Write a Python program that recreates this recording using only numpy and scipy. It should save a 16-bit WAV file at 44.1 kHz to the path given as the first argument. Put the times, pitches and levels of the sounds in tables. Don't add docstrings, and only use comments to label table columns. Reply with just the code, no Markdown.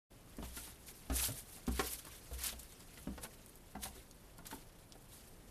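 import sys
import numpy as np
from scipy import signal
from scipy.fft import rfft, irfft, next_fast_len
from scipy.io import wavfile
from scipy.ndimage import uniform_filter1d, map_coordinates

SR = 44100
rng = np.random.default_rng(int(sys.argv[2]) if len(sys.argv) > 2 else 0)


def file_out(sig):
    cols = np.atleast_2d(sig).T
    lim = np.clip(cols, -1, 1)
    pcm = np.round(lim * 32767).astype(np.int16)
    wavfile.write(sys.argv[1], SR, pcm)


N = 242638


def amp(db):
    return 10 ** (np.asarray(db) / 20)


def unit(x):
    return x / np.sqrt(np.mean(x ** 2) + 1e-20)


def along(points, hz):
    f, value = np.transpose(points)
    return np.interp(np.log(hz + 1), np.log(f + 1), value)


def curve(points):
    t, value = np.transpose(points)
    return np.interp(np.arange(N) / SR, t, value)


def wobble(rate):
    knots = rng.standard_normal(int(N * rate / SR) + 4)
    return map_coordinates(knots, [np.arange(N) * rate / SR])


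def filtered(x, response):
    size = next_fast_len(N + 8192)
    hz = np.fft.rfftfreq(size, 1 / SR)
    return irfft(rfft(x, size) * response(hz), size)[..., :N]


def coloured(x, spectrum):
    return unit(filtered(x, lambda hz: amp(along(spectrum, hz))))


def add(track, s, sound):
    track[round(s * SR):][:len(sound)] += sound


# [f/Hz, relative level/dB per Hz]
QUIET_COLOUR = [(12, -29), (20, 2.5), (49, -1), (69, -8.5), (104, -5), (310, -12), (468, -14), (706, -18),
                (1400, -24.5), (2700, -31), (6000, -39.5), (10000, -43), (14000, -44)]
QUIET_DB = -60.5


def quiet():
    level = amp(QUIET_DB + 0.33 * wobble(5.1))
    return level * coloured(rng.standard_normal(N), QUIET_COLOUR)


def grit(spectrum, spread_db, clump_db, patchy_db):
    size_db = spread_db * np.minimum(rng.exponential(size=N), 3.2)
    grains = amp(size_db + clump_db * wobble(70)) * rng.standard_normal(N)
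    z = signal.stft(grains, nperseg=256)[2]
    patches = uniform_filter1d(rng.standard_normal(z.shape), size=7, axis=0)
    patches = unit(uniform_filter1d(patches, size=5, axis=1))
    patchy = signal.istft(z * amp(patchy_db * patches), nperseg=256)[1][:N]
    return coloured(patchy, spectrum)


# [f/Hz, relative level/dB per Hz]
FINE_COLOUR = [(2500, -14), (4500, -7.5), (7000, -6.5), (10300, 0), (14000, -5.5)]
COARSE_COLOUR = [(500, -9), (1000, -3), (1600, 1.5), (3000, 2.5), (4800, 0.5), (7500, -2), (13000, -3.5)]
# [t/s, level/dB]
RUSTLE_LEVEL = [(0.15, -71.5), (0.45, -65), (0.8, -65.5), (1.1, -65), (2.0, -62), (2.6, -63.5), (3.2, -66),
                (3.7, -68.5), (4.3, -70.5), (5.5, -70)]
RUSTLE_COARSE_DB = -0.5
# [start t/s, time to crest t/s, length t/s, crest level/dB,
# coarse grit level/dB above the fine]
SOLE_SLIDES = [(0.42, .038, 0.12, -59.5, 1), (0.543, 0.049, 0.071, -47, -5.5),
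               (0.575, 0.094, 0.14, -51, -6.5), (0.867, 0.023, 0.056, -50, -7),
               (0.95, 0.013, 0.11, -57.5, -23), (1.128, 0.039, 0.078, -37.5, -8.5),
               (1.185, 0.056, 0.11, -35.5, -6), (1.317, 0.0042, 0.029, -46.5, -12),
               (1.347, 0.04, 0.066, -45.5, -13), (1.468, 0.11, 0.13, -56, -8),
               (1.671, 0.018, 0.012, -46.5, -8), (1.718, 0.085, 0.22, -47.5, -1.5),
               (1.835, 0.034, 0.11, -45, -5), (1.9, 0.031, 0.052, -41.5, -22),
               (1.974, 0.019, 0.031, -49, -5), (2.117, 0.013, 0.065, -55.5, -2),
               (2.327, 0.013, 0.03, -50, -10), (2.388, 0.079, 0.14, -45.5, 3),
               (2.458, 0.013, 0.029, -36.5, -5.5), (2.59, 0.0052, 0.035, -52.5, -7),
               (2.715, 0.016, 0.027, -65, -16), (2.976, .01, 0.034, -56.5, -9),
               (3.223, 0.015, 0.043, -53, -1), (3.309, 0.051, 0.028, -62, 6),
               (3.822, 0.016, 0.054, -43, -4), (3.907, 0.061, 0.13, -62.5, 1.5),
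               (4.46, 0.012, 0.038, -60, 6.5), (4.492, 0.014, 0.13, -54.5, -4.5),
               (5.095, 0.027, 0.25, -59.5, -3.5)]
EDGE_DB = 9.5
PRESS_DB_PER_S, LIFT_DB_PER_S = 900, 490


def scuffs():
    fine = amp(curve(RUSTLE_LEVEL))
    coarse = amp(RUSTLE_COARSE_DB) * fine
    for s, crest, length, db, coarse_db in SOLE_SLIDES:
        near = slice(round(s * SR) - SR // 10, round((s + length) * SR) + SR // 5)
        t = np.arange(N)[near] / SR - s
        end = max(length, crest + .001)
        shape_db = np.interp(t, [0, crest, end], [-EDGE_DB, 0, -EDGE_DB])
        press_db = -PRESS_DB_PER_S * np.maximum(-t, 0)
        lift_db = -LIFT_DB_PER_S * np.maximum(t - length, 0)
        stroke = amp(db + shape_db + press_db + lift_db)
        fine[near] = np.hypot(fine[near], stroke)
        coarse[near] = np.hypot(coarse[near], amp(coarse_db) * stroke)
    stick = amp(0.64 * wobble(35))
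    fine_grit = grit(FINE_COLOUR, spread_db=5.5, clump_db=2.1, patchy_db=1.5)
    coarse_grit = grit(COARSE_COLOUR, spread_db=4.0, clump_db=1.5, patchy_db=2.5)
    return stick * (fine * fine_grit + coarse * coarse_grit)


# [t/s, peak level/dB, pitch f/Hz]
CRUMB_SNAPS = [(0.3694, -41.5, 9700), (0.5657, -37, 10900), (1.177, -41, 9550), (1.272, -28, 9000),
               (1.3207, -48, 9900), (1.668, -36.5, 4820), (1.9342, -26, 9500), (2.0507, -39, 10100),
               (2.334, -42, 10030), (2.3378, -42, 10500), (2.3893, -39, 10500), (2.4374, -28, 10000),
               (2.4422, -29, 10000), (2.463, -32, 8000), (2.4925, -39, 2800), (2.591, -47, 12600),
               (2.6315, -43, 9430), (2.7228, -43.5, 5600), (2.805, -46.5, 5230), (3.4615, -44, 9800),
               (3.495, -43, 10200), (3.5557, -44.5, 10800), (3.837, -36, 9000), (4.1112, -43.5, 6000),
               (4.382, -45, 9000), (4.4553, -49, 8090), (4.468, -36, 6950), (4.9223, -41.5, 5230)]


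def snaps():
    out, t = np.zeros(N + SR), np.arange(SR // 40) / SR
    for s, db, hz in CRUMB_SNAPS:
        edges = [0.81 * hz, min(1.45 * hz, SR * .45)]
        band = signal.butter(1, edges, "band", fs=SR, output="sos")
        noise = rng.standard_normal(len(t)) * amp(-60 * t / 0.011)
        burst = signal.sosfilt(band, noise)
        add(out, s, amp(db) * burst / np.abs(burst).max())
    return out[:N]


# [f/Hz, relative level/dB, t60 t/s]
TREAD_MODES = [(204.4, -1, 0.13), (253.7, 0.5, 0.085), (309, 1.5, 0.081), (367, 2, 0.069),
               (411, 0.5, 0.081), (480, -4.5, 0.16), (590, 9.5, 0.016), (721, 9.5, 0.024), (896, 8, 0.017),
               (1044, 8, 0.014), (1260, 2, 0.021), (1469, 5, 0.04), (1790, -11.5, 0.044), (2200, -3, 0.02),
               (2800, -4, 0.019)]
KNOCK_HZ = 500


def ring_modes(part, ring_hz, slope_db, sharp_db, chance, t):
    hz, level_db, t60 = np.transpose(TREAD_MODES)[:, part, None]
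    nearest = hz[np.argmin(np.abs(np.log(hz / ring_hz)))]
    tuned = hz * ring_hz / nearest
    place_db = -slope_db * np.abs(np.log2(tuned / ring_hz))
    tilt_db = sharp_db * np.log2(np.maximum(tuned / KNOCK_HZ, 1))
    gain = amp(level_db + place_db + tilt_db + 2 * chance[part] - 60 * t / t60)
    return (gain * np.sin(2 * np.pi * tuned * t)).sum(0)


# [f/Hz, relative level/dB, t60 t/s]
FLIGHT_MODES = [(62, 0, 0.6), (117.3, -11, 0.35)]


def flight_boom(t):
    sway = sum(amp(db - 60 * t / t60) * np.sin(2 * np.pi * hz * t) for hz, db, t60 in FLIGHT_MODES)
    return sway * (1 - np.exp(-t / 0.0046))


# [t/s, overall level/dB, then inside it boom level/dB, knock level/dB, slap level/dB,
# ring of the thud f/Hz, ring of the knock f/Hz]
FOOTFALLS = [(0.385, -38.5, -6, -7.5, -22, 238, 580), (0.425, -45, 5, 3, -8, 196, 1160),
             (0.569, -49.5, -9, 3.5, 4, 242, 1410), (0.671, -57, 2, 7, -3, 171, 696),
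             (1.098, -35.5, 2.5, 1, -8, 267, 622), (1.112, -46, -20, 7.5, -17, 301, 695),
             (1.285, -44.5, -20, 2.5, -15, 265, 660), (1.57, -64, -4, 12, -23, 435, 650),
             (1.678, -29.5, -4, -7.5, -18.5, 240, 757), (1.793, -34.5, -26, 7.5, 2.5, 304, 613),
             (2.047, -58.5, -13, 6, 2, 160, 1020), (2.067, -57.5, -5, 10.5, 3, 203, 1100),
             (2.312, -52, 12, 5, -28, 473, 1150), (2.526, -55, 5.5, 9, -1, 221, 812),
             (2.802, -65, -7, 9, -20, 447, 630), (2.973, -58.5, -4, -2, 7.5, 293, 1200),
             (3.0711, -31.5, -13, -9, -28, 199.6, 605), (3.177, -56, 7, 12.5, 2, 252, 1240),
             (3.233, -57.5, -7, 10.5, 1, 182, 690), (3.246, -52, -20, 7, 5, 227, 1066),
             (3.7506, -40.5, -9.5, 1.5, -20, 202.5, 770), (3.853, -50, 0.5, 8.5, 4.5, 195, 793),
             (3.955, -54, 0.5, -2.5, -10, 381, 690), (4.386, -44.5, -26, -5, -17, 180, 690),
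             (4.454, -62, -13, -17, 10.5, 186, 1500), (4.511, -59, -2, 7, 13, 168, 1050),
             (4.526, -42, -25, 2.5, -14, 281, 900), (4.952, -60.5, -21, 8.5, -17, 300, 801)]
THUD_DB_PER_OCT, KNOCK_DB_PER_OCT = 19, 5.5
TILT_DB = 0.47


def steps():
    out, t = np.zeros(N + SR), np.arange(SR * 3 // 4) / SR
    low = np.transpose(TREAD_MODES)[0] < KNOCK_HZ
    slap_band = signal.butter(1, [800, 3000], "band", fs=SR, output="sos")
    for s, db, boom_db, knock_db, slap_db, thud_hz, knock_hz in FOOTFALLS:
        chance = rng.standard_normal((len(TREAD_MODES), 1))
        rattle_noise, slap_noise = rng.standard_normal((2, len(t)))
        sharp_db = TILT_DB * (slap_db - knock_db + 14.5)

        thud = ring_modes(low, thud_hz, THUD_DB_PER_OCT, sharp_db, chance, t)
        thud = thud * (1 - np.exp(-t / 0.0024))

        rattle = rattle_noise * amp(-60 * t / 0.033) * (1 - np.exp(-t / 0.0027))
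        wood = ring_modes(~low, knock_hz, KNOCK_DB_PER_OCT, sharp_db, chance, t)
        knock = signal.fftconvolve(wood, rattle)[:len(t)]
        knock = amp(knock_db) * knock / np.abs(knock).max()

        boom = amp(boom_db) * flight_boom(t)
        slap_shape = amp(slap_db - 60 * t / 0.049) * (1 - np.exp(-t / 0.0011))
        slap = slap_shape * unit(signal.sosfilt(slap_band, slap_noise))
        add(out, s, amp(db) * (thud + knock + boom + slap))
    return out[:N]


# [f/Hz, t60 t/s]
WELL_DECAY = [(100, 0.41), (250, 0.15), (500, 0.22), (2000, 0.074), (10000, 0.019)]


def stairwell(x):
    hz, t, z = signal.stft(rng.standard_normal(SR // 2), SR, nperseg=256)
    decay = amp(-60 * t / along(WELL_DECAY, hz)[:, None])
    tail = signal.istft(z * decay, SR, nperseg=256)[1]
    late = np.pad(x, (150, 0))
    return signal.fftconvolve(late, tail / np.linalg.norm(tail))[:N]


# [start t/s, length t/s, from f/Hz, to f/Hz, level/dB]
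LIFT_TONE = (1.268, .068, 80, 140, -41)


def glide():
    out = np.zeros(N)
    s, length, from_hz, to_hz, db = LIFT_TONE
    u = np.arange(round(length * SR)) / (length * SR)
    phase = 2 * np.pi * np.cumsum(from_hz + (to_hz - from_hz) * u) / SR
    add(out, s, amp(db) * np.sin(np.pi * u ** 1.3) * np.sin(phase))
    return out


def scene():
    feet = steps() + glide() + snaps()
    walls = filtered(stairwell(feet), lambda hz: hz ** 2 / (hz ** 2 + 220 ** 2))
    return (feet + amp(-6) * walls + scuffs() + quiet())[None]


# [t/s, level/dB]
FADE_IN = [(0, -68), (.095, -44), (.108, 1)]
# [corner f/Hz, level/dB above it]
TREBLE_SHELF = (14080, -56)
TOP_HZ = 15127


def record(dry):
    shelf_hz, shelf_db = TREBLE_SHELF
    faded = dry * amp(curve(FADE_IN))
    return filtered(faded, lambda hz: np.where(hz < shelf_hz, 1, amp(shelf_db)) * (hz < TOP_HZ))


dry = scene()
out = record(dry)
file_out(out)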